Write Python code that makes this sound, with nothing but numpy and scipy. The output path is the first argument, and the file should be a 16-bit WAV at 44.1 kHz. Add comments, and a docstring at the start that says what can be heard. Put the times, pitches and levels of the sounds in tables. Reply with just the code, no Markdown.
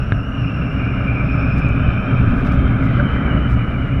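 """A low, buffeting wind hum with rushing air and thin whistles: a camera on a kite high over a beach.
Turbulence drives the rig's low resonances, air rushes round the hollow case, the lines shed vortices.
Now and then an eddy hisses across the microphone port.
The rig knocks once, creaks once and ticks, over a faint steady hiss."""
import sys
import numpy as np
from scipy import signal
from scipy.fft import rfft, irfft, next_fast_len
from scipy.io import wavfile
from scipy.ndimage import uniform_filter1d, minimum_filter1d, map_coordinates

SR = 44100
rng = np.random.default_rng(int(sys.argv[2]) if len(sys.argv) > 2 else 0)


def waveform_to_disk(signal):
    """Save audio, clipped to [-1, 1], as 16-bit WAV at the path in sys.argv[1]."""
    frames = np.transpose(np.atleast_2d(signal))
    scaled = np.clip(frames, -1, 1) * 32767
    samples = np.round(scaled).astype(np.int16)
    wavfile.write(sys.argv[1], SR, samples)


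N = 176400


def amp(db):
    """Decibels to gain."""
    return 10 ** (np.asarray(db) / 20)


def unit(x):
    """Scale to rms 1."""
    return x / np.sqrt(np.mean(np.abs(x) ** 2) + 1e-20)


def steady(x, size):
    """Hold x near rms 1 over windows of size samples."""
    local_power = np.abs(uniform_filter1d(unit(x) ** 2, size=size))
    return x / np.sqrt(local_power + 1e-6) / x.std()


def colour(points):
    """Response through (frequency [Hz], gain [dB]) points, log frequency axis."""
    f, db = np.transpose(points)
    return lambda hz: amp(np.interp(np.log(hz + 1), np.log(f + 1), db))


def curves(rows):
    """Per-sample curve of each column after the time."""
    times_s, *columns = np.transpose(rows)
    return [np.interp(np.arange(N) / SR, times_s, column) for column in columns]


def wobble(rate_hz):
    """Smooth random curve, rate_hz knots a second."""
    grid_s = np.linspace(0, N / SR, N // 16)
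    coarse = map_coordinates(rng.standard_normal(size=4000), [grid_s * rate_hz], mode="wrap")
    return np.interp(np.arange(N) / SR, grid_s, coarse)


def filtered(x, response):
    """Apply a frequency response, zero phase."""
    size = next_fast_len(N + SR // 2)
    return irfft(rfft(x, size) * response(np.fft.rfftfreq(size, 1 / SR)), size)[:N]


def noise(response):
    """Shaped noise, rms 1."""
    return unit(filtered(rng.standard_normal(N), response))


def since(start_s):
    """Seconds since start_s, zero before."""
    return np.maximum(np.arange(N) / SR - start_s, 0)


def swell(peak_s, sigma_s):
    """Gaussian envelope, peak 1."""
    return np.exp(-.5 * ((np.arange(N) / SR - peak_s) / sigma_s) ** 2)


def rig_drone():
    """Turbulence shakes the rig's low resonances; four registers swell independently."""
    # rig resonances (frequency [Hz], half width [Hz], gain [dB])
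    modes = [(25.7, 1.7, -5), (62.5, 7.1, 0), (120.2, 11, 2), (161, 15, -13.5), (196, 31, -13.5),
             (234, 8.2, -23), (271, 10, -7.5)]
    # overall roll-off (frequency [Hz], gain [dB])
    skirt = [(12, -12.5), (25, -0.5), (280, -1.5), (330, -9.5), (600, -28), (1500, -63.5), (4000, -100)]
    # register envelopes before trim (time [s], level [dB])
    deep = [(0.17, -31), (0.49, -39.5), (1.94, -24), (2.07, -33), (2.35, -15), (2.4, -22), (3.25, -31.5),
            (3.99, -27)]
    low = [(0.17, -24), (0.2, -27.5), (1.9, -19), (2.05, -32), (2.29, -15), (2.39, -27.5), (2.65, -11),
           (2.68, -24.5), (3.61, -17.5), (3.78, -30), (3.81, -17), (3.87, -36), (3.99, -17)]
    main = [(0.17, -22), (0.33, -31), (0.4, -18), (0.54, -22.5), (1.94, -17), (2.01, -25.5), (2.19, -12),
            (2.38, -23.5), (2.47, -19.5), (3.06, -15.5), (3.08, -24.5), (3.55, -16), (3.69, -23.5),
            (3.99, -18)]
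    upper = [(0, -31.5), (.3, -27.5), (.8, -25.5), (1.5, -23.5), (2.05, -24.5), (2.25, -20), (2.9, -21),
             (3.3, -22), (3.8, -26), (4, -25)]
    # registers, lowest first: (trim [dB]) and (band edge [Hz])
    trims_db = [-0.67, 0.14, -0.17, -0.2]
    edges_hz = [10, 42, 87, 172, 1500]
    floor_db = -18.5  # rumble between the resonances
    peaks = lambda f: sum(amp(db) / (1 + ((f - hz) / width_hz) ** 2) for hz, width_hz, db in modes)
    hum = noise(lambda f: (amp(floor_db) + peaks(f)) * colour(skirt)(f))
    below = lambda f, edge_hz: 1 / (1 + (f / edge_hz) ** 20)
    drone = np.zeros(N)
    for envelope, trim_db, lo_hz, hi_hz in zip((deep, low, main, upper), trims_db, edges_hz, edges_hz[1:]):
        band = filtered(hum, lambda f: below(f, hi_hz) - below(f, lo_hz))
        drone += amp(curves(envelope)[0] + trim_db) * steady(band, size=SR // 6)
    return drone


def case_rush(split_hz=2100, trim_db=2):
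    """Air flows round the case, coloured by its cavity; body and treble flutter separately."""
    # air flow before trim (time [s], level [dB])
    flow = [(0, -34), (.25, -35.5), (.7, -33), (1.4, -30), (1.9, -30.5), (2.25, -29), (2.6, -29),
            (2.85, -30.5), (3.25, -29), (3.55, -31), (4, -33)]
    # treble against body (time [s], gain [dB])
    tilt = [(0, 1), (.5, 0.5), (1, -0.5), (1.5, 0), (2, -0.5), (2.5, -1), (2.9, 2), (3.3, -1), (4, 0)]
    # cavity response (frequency [Hz], gain [dB])
    cavity = [(40, -13.5), (200, -4), (390, 1.5), (490, -3), (600, 1.5), (740, -4), (900, -10.5),
              (1100, -6), (1270, 2.5), (1520, -0.5), (1700, -6.5), (1900, -15.5), (2280, -14), (2620, -18),
              (3080, -19.5), (3350, -29.5), (3700, -31.5), (4000, -33.5), (4600, -42.5), (5500, -45.5),
              (6400, -56), (9000, -70), (16000, -78)]
    flow_db, = curves(flow)
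    tilt_db, = curves(tilt)
    air = noise(colour(cavity))
    body = filtered(air, lambda f: 1 / (1 + (f / split_hz) ** 10))
    treble = air - body
    body_db = 0.63 * wobble(14) + 0.67 * wobble(130)
    treble_db = tilt_db + 1.8 * wobble(20)
    return amp(flow_db + trim_db) * (body * amp(body_db) + treble * amp(treble_db))


def whistle(track, half_width_hz, waver_hz, flutter_db, steepness):
    """Vortex shedding: a narrow noise band wavering about a pitch track."""
    pitch_hz, level_db = curves(track)
    real, imag = rng.standard_normal((2, N))
    offset_hz = np.fft.fftfreq(N, 1 / SR)
    fuzz = np.fft.ifft((real + 1j * imag) / (1 + np.abs(offset_hz / half_width_hz) ** steepness))
    phase = 2 * np.pi * np.cumsum(pitch_hz + waver_hz * wobble(25)) / SR
    band = (fuzz * np.exp(1j * phase)).real
    return amp(level_db + flutter_db * wobble(21.88)) * steady(band, size=SR // 8)


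def line_whistles():
    """Lines, bridle and strut each sing at a pitch set by their thickness."""
    # whistle tracks (time [s], pitch [Hz], level [dB])
    thin_line = [(0, 2750, -44.5), (.1, 2850, -48.5), (.2, 2740, -39.5), (.3, 2851, -41.5),
                 (.45, 2760, -37), (.7, 2750, -41), (.95, 2790, -39.5), (1.3, 2720, -50.5),
                 (1.6, 2850, -53), (1.85, 2980, -44.5), (2.2, 3120, -50), (2.5, 3200, -56),
                 (2.65, 3120, -44.5), (2.85, 3100, -57), (3.05, 3006, -42), (3.22, 3050, -43.5),
                 (3.32, 2930, -39.5), (3.47, 2950, -42.5), (3.52, 2950, -52), (3.6, 2930, -43),
                 (4, 2880, -45)]
    thick_line = [(0, 2557, -49), (.28, 2450, -57.5), (.45, 2431, -40.5), (.68, 2400, -43),
                  (.82, 2380, -36), (1, 2380, -40.5), (1.1, 2383, -31.5), (1.25, 2355, -33),
                  (1.42, 2453, -32), (1.6, 2410, -33), (1.9, 2411, -34), (2.2, 2398, -36),
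                  (2.45, 2382, -41), (2.85, 2320, -43), (3.2, 2328, -39.5), (3.7, 2304, -43),
                  (4, 2343, -39)]
    bridle_cord = [(0, 5450, -58), (.12, 5650, -63.5), (.21, 5380, -60), (.3, 5750, -66.5),
                   (.42, 5430, -59), (.8, 5420, -61.5), (1.15, 5320, -65.5), (1.35, 5300, -57),
                   (1.6, 5260, -58.5), (1.75, 5300, -66.5), (2.05, 5430, -64), (2.5, 5350, -73),
                   (4, 5500, -74)]
    tether = [(0, 2069, -63), (.8, 2102, -48), (1.2, 2164, -44), (2, 2180, -58.5), (2.7, 2135, -44.5),
              (3.2, 1996, -40.5), (3.6, 2030, -47), (4, 2105, -44)]
    bridle_leg = [(0, 2574, -44), (0.201, 2600, -59), (.9, 2620, -57.5), (1.2, 2640, -44), (1.7, 2650, -46),
                  (2.2, 2660, -47.5), (2.7, 2550, -50), (3.1, 2583, -53), (4, 2545, -60)]
    strut = [(0, 3580, -77), (.9, 3538, -69), (1.4, 3527, -62), (2.2, 3603, -58), (2.7, 3580, -59),
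             (3.1, 3650, -67.5), (4, 3730, -71.5)]
    return (whistle(thin_line, half_width_hz=125, waver_hz=15, flutter_db=1.4, steepness=5.4)
            + whistle(thick_line, half_width_hz=123, waver_hz=27.82, flutter_db=2.43, steepness=4.5)
            + whistle(bridle_cord, half_width_hz=210, waver_hz=25, flutter_db=0.3, steepness=2.8)
            + sum(whistle(track, half_width_hz=140, waver_hz=21.7, flutter_db=1.8, steepness=4)
                  for track in (tether, bridle_leg, strut)))


def rig_knock(start_s=.1214, ring_db=-10, thump_db=-3, contact_s=0.00012, cutoff_hz=3920):
    """A jolt of the rig rings the case and thumps the mount."""
    # modes (frequency [Hz], relative level [dB], t60 [s])
    case_modes = [(623, -37, 0.021), (1430, -0.5, 0.0103), (1610, -4, 0.029), (2150, -15.5, 0.024),
                  (3540, -26, 0.021)]
    mount_modes = [(104.4, -1, .13), (62, -16, 0.28)]
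    t = since(start_s)
    ring = sum(amp(db - 60 * t / t60) * np.sin(2 * np.pi * hz * t) for hz, db, t60 in case_modes)
    thump = sum(amp(db - 60 * t / t60) * np.cos(2 * np.pi * hz * t) for hz, db, t60 in mount_modes)
    attack = 1 - np.exp(-t / contact_s)
    blow = -attack * (amp(ring_db) * ring + amp(thump_db) * thump)
    return signal.sosfilt(signal.butter(10, cutoff_hz, fs=SR, output="sos"), blow)


def line_creak():
    """A line slips in its fitting and briefly swells two case resonances."""
    # tone bursts (time [s], pitch [Hz], level [dB], sigma [s])
    bursts = [(3.001, 1494, -10.5, 0.0017), (3.004, 585, -21, 0.011)]
    t = np.arange(N) / SR
    return sum(amp(db) * swell(peak_s, sigma_s) * np.sin(2 * np.pi * hz * (t - peak_s))
               for peak_s, hz, db, sigma_s in bursts)


def port_eddies():
    """Eddies cross the microphone port in short, grainy hisses."""
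    # crossings (time [s], level [dB], sigma [s])
    crossings = [(0.737, -65, 0.019), (1.584, -52, 0.014), (1.829, -71.5, .012), (2.312, -61.5, .012),
                 (2.392, -57.5, 0.027), (2.466, -51, 0.014), (2.53, -54.5, 0.023), (2.85, -55.5, 0.015),
                 (3.521, -55.5, 0.02)]
    # eddy spectrum (frequency [Hz], gain [dB])
    spectrum = [(500, -19), (2500, -7), (3600, 10), (4400, 0), (5100, 5), (6500, -4), (9000, -8),
                (13000, -11.5), (15000, -20)]
    envelope = sum(amp(db) * swell(peak_s, sigma_s) for peak_s, db, sigma_s in crossings)
    air = noise(colour(spectrum))
    grain_db = 3.3 * wobble(700) + 1.5 * wobble(110)
    return envelope * unit(air * amp(grain_db))


def fitting_ticks(t60_s=0.0066):
    """The fittings click: tiny, fast-decaying noise bursts."""
    # clicks (time [s], level [dB])
    clicks = [(1.6874, -44), (2.605, -54), (3.546, -55)]
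    # click spectrum (frequency [Hz], gain [dB])
    spectrum = [(2500, -31), (4200, -2), (5600, -3), (7500, -7.5), (11000, -25), (15000, -17)]
    envelope = sum((since(s) > 0) * amp(db - 60 * since(s) / t60_s) for s, db in clicks)
    return envelope * noise(colour(spectrum))


def hiss(level_db=-68.5):
    """Faint steady hiss."""
    # hiss spectrum (frequency [Hz], gain [dB])
    spectrum = [(3000, -1), (6500, 0.5), (7800, -0.5), (8700, -4), (9600, -3.5), (10200, 6), (10600, -2),
                (11200, -9), (11800, -21), (13200, -8), (14000, -11.5), (15100, -10)]
    return amp(level_db) * noise(colour(spectrum))


def scene():
    """All sources at one microphone in open air."""
    wind = rig_drone() + case_rush() + line_whistles() + port_eddies()
    return (wind + rig_knock() + line_creak() + fitting_ticks() + hiss())[None]


def record(dry):
    """The camera's peak limiter, then its band limit."""
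    ceiling, hold_s, top_hz = .88, .012, 15300
    size = int(hold_s * SR)
    needed_gain = np.minimum(1, ceiling / (np.abs(dry[0]) + 1e-9))
    gain = uniform_filter1d(minimum_filter1d(needed_gain, size), size)
    return filtered(dry[0] * gain, lambda hz: hz < top_hz)[None]


dry = scene()
out = record(dry)
waveform_to_disk(out)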